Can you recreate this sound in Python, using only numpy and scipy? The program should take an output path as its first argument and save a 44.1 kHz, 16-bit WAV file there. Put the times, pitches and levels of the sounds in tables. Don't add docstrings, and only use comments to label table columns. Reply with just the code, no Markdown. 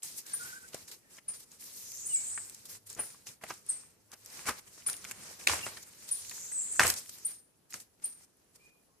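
import sys
import numpy as np
from scipy import signal
from scipy.io import wavfile
from scipy.ndimage import uniform_filter1d

SR = 44100
rng = np.random.default_rng(int(sys.argv[2]) if len(sys.argv) > 2 else 0)


def output_pcm(signal):
    pcm = np.clip(np.atleast_2d(signal).T, -1, 1) * 32767
    wavfile.write(sys.argv[1], SR, np.round(pcm).astype(np.int16))


def voltage_ratio(decibels):
    exponent = np.asarray(decibels, float) / 20
    return 10 ** exponent


N = 396900


def at_hz(points, hz):
    points_hz, level_db = np.transpose(points)
    return np.interp(np.log(hz), np.log(points_hz), level_db)


def rms_one(x):
    return x / np.sqrt(np.mean(x ** 2) + 1e-20)


def drift(rate):
    r = np.exp(-80 * np.pi * rate / SR)
    slow = signal.lfilter([1], [1, -2 * r, r * r], rng.standard_normal(N // 40 + 2002))[2000:]
    return np.interp(np.arange(N) / 40, np.arange(len(slow)), rms_one(slow))


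def resonate(x, hz, width_hz):
    r = np.exp(-np.pi * width_hz / SR)
    poles = [1, -2 * r * np.cos(2 * np.pi * hz / SR), r * r]
    return signal.lfilter(np.array([1, 0, -1]) * (1 - r * r) / 2, poles, x)


def add(out, s, piece, pan_db, lag_s=0):
    for ear, (at, db) in enumerate([(s + lag_s, pan_db / 2), (s, -pan_db / 2)]):
        i = round(at * SR)
        heard = np.atleast_2d(piece)[-ear][:N - i]
        out[ear, i:i + len(heard)] += heard * voltage_ratio(db)


def burst(dying_s, rise_share):
    dying_s = np.clip(dying_s, .004, .3)
    t = np.arange(int(dying_s * SR)) / SR
    return (1 - np.exp(-t / (rise_share * dying_s))) * voltage_ratio(-60 * t / dying_s)


def whistle(rows, waver_hz):
    s, hz, db = np.transpose(rows)
    t = np.arange(s[0], s[-1], 1 / SR)
    waver = waver_hz * uniform_filter1d(rng.standard_normal(len(t)), size=100) * 10
    phase = 2 * np.pi * np.cumsum(np.interp(t, s, hz) + waver) / SR
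    ends = np.clip(np.minimum(t - s[0], s[-1] - t) / .003, 0, 1)
    return np.sqrt(2) * ends * voltage_ratio(np.interp(t, s, db)) * np.sin(phase)


def crackle(per_s, spread_db):
    sizes = voltage_ratio(spread_db * np.minimum(rng.exponential(1, (2, 2, N)), 3.5))
    breaking = rng.random((2, 1, N)) < per_s / SR
    return rng.standard_normal((2, 2, N)) * (1 + sizes * breaking)


# f/Hz, likeness [share]
LIKENESS = [(60, 0.6), (300, 0.45), (700, 0.22), (1500, 0.16), (3000, 0.024), (8000, 0.012)]
FLAT_ABOVE_HZ = 13500


def coloured(source, spectrum, patchy_db):
    out, together = 0, drift(13.8)
    lowest, highest = spectrum[0][0], spectrum[-1][0]
    edges = np.geomspace(lowest, highest, round(2 * np.log2(highest / lowest)) + 1)
    for k, (low, high) in enumerate(zip(edges, edges[1:])):
        band = signal.butter(2, [low, high], "band", fs=SR, output="sos")
        mid, side = signal.sosfilt(band, source[k % 2])
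        hz = np.sqrt(low * high)
        alike = np.clip(at_hz(LIKENESS, hz), -1, 1)
        flicker_db = patchy_db * (.45 * together + .9 * drift(20))
        gain = voltage_ratio(at_hz(spectrum, min(hz, FLAT_ABOVE_HZ)) + flicker_db)
        out = out + gain * (np.sqrt(1 + alike) * mid + np.sqrt(1 - alike) * side * [[1], [-1]])
    return rms_one(out)


# f/Hz, density level/dB
AIR = [(15, -37.5), (25, 1), (60, -2), (330, 0), (981, -9.5), (2360, -15), (6840, -14.5), (14400, -18)]
AIR_DB = -70.5


def air():
    return voltage_ratio(AIR_DB) * coloured(rng.standard_normal((2, 2, N)), AIR, patchy_db=1.5)


# from t/s, to t/s
INSECT_PAUSES = [
    (3.9, 4.0),
    (4.27, 4.4),
    (7.96, 8.02),
    (8.27, 8.32),
    (8.57, 8.72),
]
INSECT_HZ, INSECT_DB = 10250, -78


def insect():
    t = np.arange(N) / SR
    resting = sum((t > start) & (t < end) for start, end in INSECT_PAUSES)
    singing = uniform_filter1d(1. 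- resting, size=400)
    hiss = rng.standard_normal((2, N))
    line = resonate(resonate(hiss, INSECT_HZ, 90), INSECT_HZ, 90) + .02 * np.sin(2 * np.pi * INSECT_HZ * t)
    return singing * voltage_ratio(INSECT_DB + drift(2)) * rms_one(line)


# peak t/s, leaf level/dB, time to sink 20 dB/s, twigs re leaves level/dB
STEPS = [(.27, -57, 0.28, -2), (.625, -66, 0.45, 2), (.685, -61, 0, -6), (.738, -57.5, 0.16, -1),
         (0.885, -57, 0.05, -3), (1.112, -64, .05, -2), (1.291, -59.5, 0.06, 1.5), (1.518, -63.5, 0.07, -2),
         (1.604, -56.5, 0.56, -9), (2.698, -53, 0.06, -6), (4.679, -64, -0.7, 7), (4.72, -71, -0.3, -5),
         (2.874, -59.5, 0, -9), (2.98, -57, 0.3, -1.5), (3.273, -54.5, 0.09, -2), (3.425, -62.5, 0.2, 6.5),
         (3.49, -56.5, 0.14, -5.5), (4.138, -54, -0.12, -3), (4.252, -72, 0.4, -4), (4.474, -42.5, 0.06, 1),
         (4.875, -50, 0.14, 1), (5.4, -57.5, 0.13, 4), (5.774, -55, 0.02, 2), (5.833, -56.5, -0.1, -5),
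         (5.89, -64, 0, -1.5), (6.085, -55.5, 0.46, -6), (6.862, -39, 0.0938, 1.5), (7.711, -61, 0.07, -3),
         (8.03, -62, 0.12, 2.5), (8.13, -65.5, -0.13, 0), (8.561, -65, -0.02, -1)]
STEP_SWELL_S, STEP_ROUNDNESS = 0.017, 1.77
# peak t/s, leaf level/dB, 20 dB swell/s, 20 dB sink/s, twigs re leaves level/dB
DRAGS = [(0.03, -48.5, 0, 0.2, -7.5), (.19, -48.5, 0.05, 0.03, -11), (.915, -50.5, -0.02, 0.06, -4.5),
         (1.348, -57, 0.05, 0.05, -2), (1.405, -56.5, 0.02, -0.06, -8), (2.655, -52.5, 0, 0.03, -6),
         (.476, -53, 0.36, 0.2, -2), (1.15, -67, 0.1, 0.02, 0), (1.76, -58, -0.2, 0.78, -12.5),
         (2.2, -57.5, .5, .5, -2), (2.5, -62, 1.6, 0.3, -0.5), (2.757, -55.5, 0.14, 0.04, -3.5),
         (2.905, -53.5, 0.03, 0.08, -4), (4.3, -66, 0.3, 0.2, -10), (4.595, -56.5, 0.17, -0.06, 2.5),
         (3.7, -60, 0.07, 0.26, 3), (4.378, -55, 0.17, 0.22, 3), (4.802, -62.5, 0.36, 0.16, 0),
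         (5.118, -55.5, 0.17, -0.38, 3.5), (5.3, -57.5, 0.5, 0.14, 4.5), (5.44, -60, 0.26, -0.23, -6),
         (5.67, -51.5, 0.13, 0.21, 3.5), (6.03, -61.5, 0.5, 0.7, -1), (6.363, -55.5, 0.25, 0.53, -3.5),
         (6.76, -59, 0.6, 0.15, 1.5), (6.964, -48, -0.08, 0.0959, -5), (7.094, -48, -0.03, -0.0458, -4.5),
         (7.185, -58.5, 0.55, 0.07, -5.5), (7.3, -57, 0.17, 0.1043, -2), (7.75, -55.5, -0.03, 0.07, 0),
         (7.8, -59, 0, 0.06, -6), (1.44, -61, 0.12, -0.07, -5.5), (1.19, -62, .1, 0, 2.5),
         (8.247, -68.5, 0.3, 0, 0.5), (8.698, -78, 0.44, -0.1, 6), (8.86, -86.5, 2, 0, -6.5)]
DRAG_ROUNDNESS = 1.23
JOLT_DB, JOLT_DELAY_S, JOLT_SWELL_S, JOLT_SINK_S, JOLT_TWIGS_DB = -41, .005, 0.007, 0.17, 7
LITTER_REST_DB = -92


def stirring():
    t = np.arange(0, N + 16, 16) / SR
    moves = [(s, db, STEP_SWELL_S, sink_s, twig_db, STEP_ROUNDNESS) for s, db, sink_s, twig_db in STEPS]
    moves += [(*row, DRAG_ROUNDNESS) for row in DRAGS]
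    moves += [(s + JOLT_DELAY_S, JOLT_DB, JOLT_SWELL_S, JOLT_SINK_S, JOLT_TWIGS_DB, STEP_ROUNDNESS)
              for s, *_ in CLASHES]
    s, db, swell_s, sink_s, twig_db, roundness = np.transpose(moves)[:, :, None]
    shortest_s = np.where(t < s, .003, .012)
    away = np.abs(t - s) / np.maximum(np.where(t < s, swell_s, sink_s), shortest_s)
    power = voltage_ratio(db - 20 * away ** roundness) ** 2
    layers = (power.sum(axis=0), (power * voltage_ratio(twig_db) ** 2).sum(axis=0))
    return [np.interp(np.arange(N) / SR, t, 10 * np.log10(p + voltage_ratio(LITTER_REST_DB) ** 2)) for p in layers]


# t/s, peak level/dB
SNAPS = [(0.023, -40), (0.2636, -36), (1.886, -69), (1.918, -29.5), (2.497, -30.5), (2.546, -36),
         (3.269, -54), (3.2889, -47.5), (3.4383, -32.5), (4.117, -35), (4.26, -38), (4.371, -37),
         (4.492, -24.5), (4.886, -39), (4.898, -22), (4.9298, -27), (4.966, -31), (5.049, -35),
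         (5.111, -28.5), (5.8254, -58), (6.0896, -30), (6.2952, -30), (6.3108, -29), (6.868, -16.5),
         (6.9008, -12.5), (6.939, -21), (7.705, -47.5), (7.8023, -45), (8.558, -53)]
# f/Hz, density level/dB
LEAVES = [(1650, -29), (2800, -15.5), (3500, -7), (5000, -4.5), (7510, -0.5), (8900, -4.5), (11300, -4),
          (14400, -16)]
TWIGS = [(210, -33.5), (350, -5), (448, -3.5), (1600, -2.5), (1940, 0.5), (3400, -11.5), (4420, -39),
         (7480, -120)]
GROUND = [(18, -30.5), (30, -14), (86, -1), (211, -1), (324, -5.5), (450, -3.5), (580, -37.5), (990, -120)]
GROUND_DB, GROUND_FOLLOWS, GROUND_SLOW_S = -29, 0.58, 0.035
FINE_DB, FINE_PER_TWIG, FINE_PER_LEAF = -11, -0.96, -0.19


def scuffle():
    leaf_db, twig_db = stirring()
    fine_db = FINE_DB + FINE_PER_TWIG * (twig_db - leaf_db) + FINE_PER_LEAF * leaf_db
    ground_db = GROUND_DB + GROUND_FOLLOWS * uniform_filter1d(twig_db, size=int(GROUND_SLOW_S * SR))
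    grains = crackle(per_s=600., spread_db=4.5)
    leaves = coloured(grains, LEAVES, patchy_db=2.0)
    fine = signal.sosfilt(signal.butter(2, 9500, "high", fs=SR, output="sos"), leaves)
    snaps = np.zeros((2, N))
    for s, db in SNAPS:
        add(snaps, s, voltage_ratio(db - 5) * burst(.015, rise_share=.015), pan_db=0)
    out = voltage_ratio(leaf_db + 8.0) * (leaves - fine)
    out += voltage_ratio(leaf_db + fine_db + np.array([[1.5], [-1.5]])) * rms_one(fine)
    out += snaps * leaves
    out += voltage_ratio(twig_db - 1.5) * coloured(grains, TWIGS, patchy_db=1.2)
    return out + voltage_ratio(ground_db - 2.0) * coloured(grains, GROUND, patchy_db=2.5)


# t/s, peak level/dB, f/Hz
TWIG_TICKS = [(0.022, -42, 3300), (0.734, -34.5, 2300), (1.624, -43, 2620), (2.751, -41.5, 2020),
              (3.036, -39, 1350), (3.466, -39, 2080), (3.835, -50, 1310), (4.232, -60.5, 1030),
              (4.392, -33, 1940), (4.822, -40.5, 2300), (4.864, -35, 1710), (4.898, -31.5, 1720),
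              (4.94, -31, 2750), (5.042, -32.5, 1820), (5.073, -42, 1380), (5.412, -38, 2400),
              (5.441, -44.5, 2720), (5.612, -35, 2420), (5.665, -22, 950), (5.901, -52, 2010),
              (5.4845, -18, 3300), (5.4895, -19, 2900), (5.497, -18.5, 1100), (5.5345, -23, 800),
              (5.31, -45.5, 600), (6.52, -40, 1880), (5.935, -46, 2330), (6.025, -43.5, 2020),
              (6.115, -41, 2010), (6.248, -40.5, 2390), (6.379, -40, 1440), (6.762, -41, 1700),
              (6.805, -8, 1350), (6.814, -12, 1200), (6.9, -22, 1630), (7.06, -44, 1973),
              (7.725, -36, 2100), (7.949, -61, 771), (7.999, -54, 2050), (8.093, -51.5, 2720),
              (8.209, -56, 805)]
TWIG_TICK_S, TWIG_WIDTH_SHARE = 0.008, 0.41
# t/s, peak level/dB, f/Hz
LEAF_TICKS = [(0.0318, -23, 7930), (0.2663, -36, 7890), (0.6868, -37.5, 7500), (0.7554, -40, 7270),
              (0.8804, -38, 6800), (1.1672, -41, 7210), (1.516, -39.5, 6810), (1.6404, -35, 7100),
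              (2.8998, -30.5, 7390), (2.9287, -32, 7690), (2.9484, -35, 6830), (3.269, -31.5, 6400),
              (3.4994, -31, 6060), (3.5064, -30, 5400), (3.5384, -39, 7510), (3.5774, -47, 6930),
              (3.6641, -38, 9210), (4.2482, -42, 7600), (4.3011, -40, 5110), (4.6713, -48, 7230),
              (4.7162, -60, 6610), (4.9297, -33, 8980), (5.0429, -31.5, 6490), (5.1174, -29.5, 7400),
              (5.438, -37, 7000), (5.7708, -34, 4260), (5.8292, -37, 7000), (6.0886, -37, 9280),
              (6.8354, -14.5, 8000), (6.8774, -14, 7950), (7.0599, -41.5, 8100), (7.1851, -40, 7690),
              (7.7264, -42, 4890), (7.7333, -28, 6930), (7.705, -42, 12500), (7.774, -45, 11500),
              (7.79, -46.5, 12500), (7.803, -40.5, 11000), (5.111, -34, 13500), (5.4975, -22, 7500),
              (5.471, -18, 7000), (1.64, -42, 11000), (1.337, -42, 4600), (0.63, -42, 9500),
              (1.746, -42, 4630), (5.298, -38, 5500), (3.771, -40, 7230), (8.37, -58, 10000)]
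LEAF_TICK_S, LEAF_WIDTH_SHARE = 0.014, 0.11
TICK_DB = -2


def ticks():
    out = np.zeros((2, N))
    kinds = ((TWIG_TICKS, TWIG_TICK_S, TWIG_WIDTH_SHARE), (LEAF_TICKS, LEAF_TICK_S, LEAF_WIDTH_SHARE))
    for table, dying_s, width_share in kinds:
        for (s, db, hz), grit in zip(table, rng.standard_normal((len(table), 3, SR // 20))):
            shape = burst(dying_s, rise_share=.03)
            ears = grit[0] + 0.57 * grit[1:]
            snap = resonate(ears[:, :len(shape)] * shape, hz, width_share * hz)
            add(out, s, voltage_ratio(db + TICK_DB) * snap / np.abs(snap).max(), pan_db=1.1)
    return out


# t/s, length/s, f/Hz, level/dB
TUBE = [(0.25, 0.023, 1640, -61), (0.29, 0.12, 1634, -57), (0.395, 0.054, 1456, -45.5),
        (0.445, 0.033, 1476, -48), (0.477, 0.05, 1580, -52), (0.525, 0.025, 1490, -46),
        (0.551, 0.043, 1546, -48), (.59, 0.039, 1535, -61), (0.626, 0.045, 1517, -53.5),
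        (1.023, .1, 1850, -72), (7.765, .04, 723, -72), (5.628, 0.029, 2780, -39), (8.87, .11, 1090, -80),
        (2.13, .07, 2900, -62)]


def tube():
    out = np.zeros((2, N))
    for s, length_s, hz, db in TUBE:
        slip = [(-.003, 1.01 * hz, db - 10), (0.3 * length_s, .99 * hz, db + 1),
                (.6 * length_s, hz, db), (length_s + .002, 1.01 * hz, db - 12)]
        add(out, s - .003, whistle(slip, waver_hz=41.5), pan_db=-0.5, lag_s=0.00021)
    return out


# start t/s, start f/Hz, lowest f/Hz, rebound f/Hz, level/dB
CHIPS = [
    (.331, 9600, 8950, 1100, -27),
    (1.28, 11400, 8950, 500, -29),
    (2.056, 9800, 9050, 600, -33),
    (2.991, 10400, 9100, 1300, -27),
    (3.687, 9600, 8250, 1300, -24.5),
    (4.862, 9800, 8950, 1400, -24),
    (6.11, 10300, 9250, 500, -24),
    (7.247, 10300, 8650, 1100, -25),
    (8.038, 9800, 8600, 1100, -26.5),
]
# top f/Hz, relative level/dB, turn t/s
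CHIP_LEVELS = [(13400, -17, 0.0088), (13600, -40, 0.0074), (13200, -14, 0.01), (13900, -19, 0.0076),
               (12700, -28, 0.0121), (12280, -18, .009), (13000, -26, 0.0075), (13300, -16, 0.0097),
               (13270, -19, 0.0074)]
CHIP_REBOUND_S, CHIP_PAN_DB = .015, 2
ROOF_ECHO_S, ROOF_ECHO_DB = 0.0062, -10


def chips():
    out = np.zeros((2, N))
    for (s, start_hz, low_hz, rebound_hz, db), (top_hz, upper_db, turn_s) in zip(CHIPS, CHIP_LEVELS):
        lower = [(0, start_hz, db - 12),
                 (0.46 * turn_s, .5 * low_hz + .5 * start_hz, db - 6.5),
                 (turn_s, low_hz, db - 1.5),
                 (turn_s + 0.31 * CHIP_REBOUND_S, low_hz + 0.34 * rebound_hz, db - 5.0),
                 (turn_s + CHIP_REBOUND_S, low_hz + 1.06 * rebound_hz, db - 12.5)]
        top_db = db + upper_db
        upper = [(0, top_hz - 1900, top_db - 9), (.006, top_hz + 200, top_db - 1),
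                 (.015, top_hz - 900, top_db - 5)]
        call = whistle(lower, waver_hz=45.)
        add(out, s, call, CHIP_PAN_DB, lag_s=-1 / SR)
        add(out, s + ROOF_ECHO_S, voltage_ratio(ROOF_ECHO_DB) * call, -CHIP_PAN_DB, lag_s=.0002)
        add(out, s + .012, whistle(upper, waver_hz=150.), CHIP_PAN_DB + 2.5, lag_s=.0003)
    return out


# t/s, peak level/dB, body f/Hz, left re right level/dB
KNOCKS = [(0.338, -41.5, 1280, 4), (1.183, -41, 2000, 5), (2.376, -35.5, 1650, 11), (2.964, -46, 425, 9),
          (3.268, -43.5, 2570, 11.5), (3.412, -47.5, 1330, -2), (3.436, -30, 690, -0.5),
          (3.504, -25.5, 1060, -2.5), (4.886, -34, 1520, 1.5), (5.483, -25.5, 3320, 6.5),
          (5.494, -20, 1070, -2.5), (5.532, -24.5, 825, -1.5), (5.612, -37, 2440, -4), (5.77, -35, 1600, 2),
          (6.313, -35.5, 1950, 4.5), (6.517, -47.5, 2070, -1.5), (6.802, -16.5, 902, 1.5),
          (6.817, -19, 1003, -6.5), (6.832, -16.5, 1700, 2), (6.899, -24.5, 2334, 2)]
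KNOCK_SPRAY_DB, KNOCK_DYING_S = -15.5, 0.0381
# t/s, peak level/dB, body f/Hz, leaf spray relative level/dB
STAMPS = [(.744, -33.5, 473, 3.5), (0.881, -47.5, 3700, 1), (3.144, -47, 1010, -14), (3.288, -47, 2980, 2),
          (4.456, -36, 2200, -4.5), (4.486, -25.5, 980, 0), (4.777, -46.5, 423, -11.5),
          (4.863, -49.5, 1700, 11.5), (5.049, -32.5, 2350, -8), (5.111, -30, 2200, -6.5),
          (5.591, -30.5, 2460, -13), (6.249, -54, 2400, 14), (7.74, -35, 1500, 7)]
STAMP_PAN_DB, STAMP_DYING_S = 1, 0.031
SOIL_CUT_HZ = 2800


def knocks():
    out = np.zeros((2, N))
    blows = [(s, db, hz, KNOCK_SPRAY_DB, pan_db, KNOCK_DYING_S) for s, db, hz, pan_db in KNOCKS]
    blows += [(s, db, hz, spray_db, STAMP_PAN_DB, STAMP_DYING_S) for s, db, hz, spray_db in STAMPS]
    pushes = rng.standard_normal((len(blows), 3, SR // 10))
    for (s, db, hz, spray_db, pan_db, dying_s), push in zip(blows, pushes):
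        shape = burst(dying_s, rise_share=0.015)[:SR // 10]
        soil = 0.27 * resonate(push[0], 1100, 1700) + 0.47 * resonate(push[0], 100, 253)
        body = rms_one(resonate(push[0], hz, 0.41 * hz) + soil)
        dull = signal.butter(3, max(SOIL_CUT_HZ, 1.29 * hz), fs=SR, output="sos")
        spray = rms_one(resonate(push[1:], 5500, 5010))
        blow = signal.sosfilt(dull, body) + voltage_ratio(spray_db) * spray
        add(out, s, voltage_ratio(db - 3.0) * shape * blow[:, :len(shape)], pan_db)
    return out


# peak t/s, rms level/dB, body f/Hz, swell/s, fall/s
LANDINGS = [
    (.746, -55, 600, 0.012, 0.021),
    (2.995, -41.5, 465, 0.012, 0.023),
    (3.507, -40, 980, 0.008, 0.011),
    (4.132, -52, 1080, 0.011, 0.015),
    (4.492, -29.5, 1210, 0.013, 0.014),
    (5.668, -38, 950, 0.0025, 0.012),
    (6.853, -26, 910, 0.0089, 0.0078),
    (7.745, -54.5, 200, 0.0061, .03),
    (1.29, -60.5, 150, 0.011, 0.035),
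    (4.3, -64, 200, 0.018, 0.025),
]


def landings():
    out, t = np.zeros((2, N)), np.arange(-SR // 10, SR // 5) / SR
    dull = signal.butter(4, SOIL_CUT_HZ, fs=SR, output="sos")
    for (s, db, hz, swell_s, fall_s), push in zip(LANDINGS, rng.standard_normal((len(LANDINGS), len(t)))):
        pressed = push + resonate(push, hz, 0.75 * hz) + 0.26 * resonate(push, 97, 150)
        crunch = rms_one(signal.sosfilt(dull, pressed))
        shape = np.exp(-np.abs(t) / np.where(t < 0, swell_s, fall_s))
        add(out, s + t[0], voltage_ratio(db) * crunch * shape, pan_db=1.5)
    return out


# t/s, level/dB, centre f/Hz, dying/s
DEBRIS = [
    (5.477, -30, 3600, .28),
    (6.8, -30, 4200, .25),
    (1.33, -50, 5600, .25),
    (1.882, -47, 12500, .07),
    (8.04, -54, 4000, .28),
    (6.9005, -24, 5000, .02),
]


def debris():
    out = np.zeros((2, N))
    for (s, db, hz, dying_s), grit in zip(DEBRIS, rng.standard_normal((len(DEBRIS), 2, 2, SR // 3))):
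        shape = burst(dying_s, rise_share=.04)
        hiss = rms_one(resonate(grit[0] * grit[1], hz, .7 * hz))
        add(out, s, voltage_ratio(db) * shape * hiss[:, :len(shape)], pan_db=1.5)
    return out


# t/s, level/dB
DRONE = [(0.0, -100), (1.58, -88), (1.9, -71), (2.88, -73), (3.58, -87), (5.41, -72), (9.0, -96.5)]
DRONE_HZ = 103


def drone():
    s, db = np.transpose(DRONE)
    hum = resonate(resonate(rng.standard_normal(N), DRONE_HZ, 17), DRONE_HZ, 17)
    return voltage_ratio(np.interp(np.arange(N) / SR, s, db)) * rms_one(hum)


# t/s, centre f/Hz, level/dB
TRILLS = [
    [(1.72, 6210, -61), (1.95, 6600, -47.5), (2.06, 7280, -44.5), (2.16, 8100, -44), (2.25, 7760, -40.5),
     (2.36, 8200, -39.5), (2.52, 8130, -60)],
    [(6.2, 6970, -56), (6.45, 6780, -45), (6.53, 7410, -49.5), (6.62, 7990, -38.5), (6.7, 7720, -42),
     (6.79, 7830, -38), (6.95, 8000, -47)],
]
# t/s, f/Hz, level/dB
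WHISTLES = [
    [(2.085, 8660, -39), (2.12, 8380, -38), (2.15, 7810, -23), (2.175, 6870, -41), (2.19, 6910, -74)],
    [(6.526, 7800, -50), (6.56, 8050, -36), (6.59, 7750, -33), (6.62, 7320, -38.5), (6.63, 6600, -54)],
    [(6.514, 8200, -41), (6.535, 8400, -36.5), (6.56, 8550, -49)],
    [(6.71, 8460, -41), (6.73, 8800, -29.5)],
    [(2.27, 8780, -51), (2.29, 8700, -34)],
    [(2.095, 2980, -59), (2.13, 2860, -51.5), (2.14, 2600, -64), (2.152, 2320, -56), (2.18, 2256, -56),
     (2.24, 2260, -66)],
    [(8.59, 2290, -75.5), (8.62, 2430, -66), (8.67, 2446, -61.5), (8.71, 2456, -72), (8.75, 2430, -75),
     (8.82, 2430, -86)],
]


def song():
    out = np.zeros((2, N))
    for rows in TRILLS:
        s, hz, db = np.transpose(rows)
        t = np.arange(s[0], s[-1], 1 / SR)
        ends = np.clip(np.minimum(t - s[0], s[-1] - t) / 0.0091, 0, 1)
        for ear in (0, 1):
            cycle = np.cumsum(140 * voltage_ratio(2.8 * drift(30)[:len(t)])) / SR % 1
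            pitch = np.interp(t, s, hz) + 1900 * (.5 - cycle) + 600 * drift(400)[:len(t)]
            level_db = np.interp(t, s, db) + 6.0 + 0.77 * drift(40)[:len(t)]
            loud = ends * voltage_ratio(level_db) * np.sin(np.pi * cycle)
            out[ear, round(s[0] * SR):][:len(t)] += loud * np.sin(2 * np.pi * np.cumsum(pitch) / SR)
    for rows in WHISTLES:
        add(out, rows[0][0], whistle(rows, waver_hz=30.), pan_db=.8, lag_s=.0003)
    return out


# t/s, peak level/dB, horn f/Hz, second contact relative level/dB, thump level/dB
CLASHES = [
    (5.471, -13, 2510, 7, -44),
    (6.7953, -5.5, 1712, -5, -39),
]
SECOND_CONTACT_S = 0.002663
HORN_CYCLES, HORN_LOW_CUT_HZ = 4.2, 620


def clashes():
    out, t = np.zeros((2, N)), np.arange(SR // 4) / SR
    thin = signal.butter(2, HORN_LOW_CUT_HZ, "high", fs=SR, output="sos")
    thump = np.sin(2 * np.pi * 81 * t) * t / .022 * np.exp(1 - t / .022)
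    damped = np.clip((SECOND_CONTACT_S - t) / .0004, 0, 1)
    for (s, db, hz, second_db, thump_db), lag_s in zip(CLASHES, (19 / SR, 0)):
        hollow = np.sin(2 * np.pi * hz * t) + 0.77 * np.sin(2 * np.pi * 1.5 * hz * t) * np.exp(-t / 0.0011)
        crack = resonate(rng.standard_normal(len(t)), 5000, 4100) * np.exp(-t / 0.0019)
        crack = .55 * crack / np.abs(crack).max()
        first = signal.sosfilt(thin, hollow * np.exp(-t * hz / HORN_CYCLES) * damped + crack)
        second = signal.sosfilt(thin, hollow * np.exp(-t * hz / 2.1) + crack)
        add(out, s, voltage_ratio(db) * first, .3, lag_s)
        add(out, s + SECOND_CONTACT_S, voltage_ratio(db + second_db) * second, .3, lag_s)
        add(out, s + .025, voltage_ratio(thump_db) * thump, pan_db=-1.5)
    return out


YARD_T60_S, FAR_T60_S = .32, .8


def yard(x):
    t = np.arange(SR // 2) / SR
    uneven = voltage_ratio(2.2 * np.minimum(rng.exponential(1, (2, len(t))), 4))
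    decay = voltage_ratio(-60 * t / YARD_T60_S) + .003 * voltage_ratio(-60 * t / FAR_T60_S)
    returns = rng.standard_normal((2, len(t))) * uneven * decay * (t > .004)
    returns = returns / np.linalg.norm(returns, axis=1, keepdims=True)
    return signal.fftconvolve(x, returns, axes=1)[:, :N]


BIRD_WET_DB, GOAT_WET_DB = -4, -16


def scene():
    birds = chips() + song()
    blows = knocks() + landings() + clashes() + ticks()
    echoes = yard(voltage_ratio(BIRD_WET_DB) * birds + voltage_ratio(GOAT_WET_DB) * blows)
    return birds + blows + scuffle() + air() + tube() + drone() + insect() + echoes + debris()


def roll_off(x):
    return signal.sosfilt(signal.butter(12, 15860, fs=SR, output="sos"), x)


PORT_DIP_HZ, PORT_DIP_SHARE = 3550, 0.31
CUTOFF_HZ = 14620


def record(dry):
    dry = signal.sosfilt(signal.butter(2, 45, "high", fs=SR, output="sos"), dry)
    dry = dry - PORT_DIP_SHARE * resonate(dry, PORT_DIP_HZ, 600)
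    mix = signal.sosfilt(signal.ellip(10, .5, 34, CUTOFF_HZ, fs=SR, output="sos"), dry)
    return roll_off(mix)


dry = scene()
out = record(dry)
output_pcm(out)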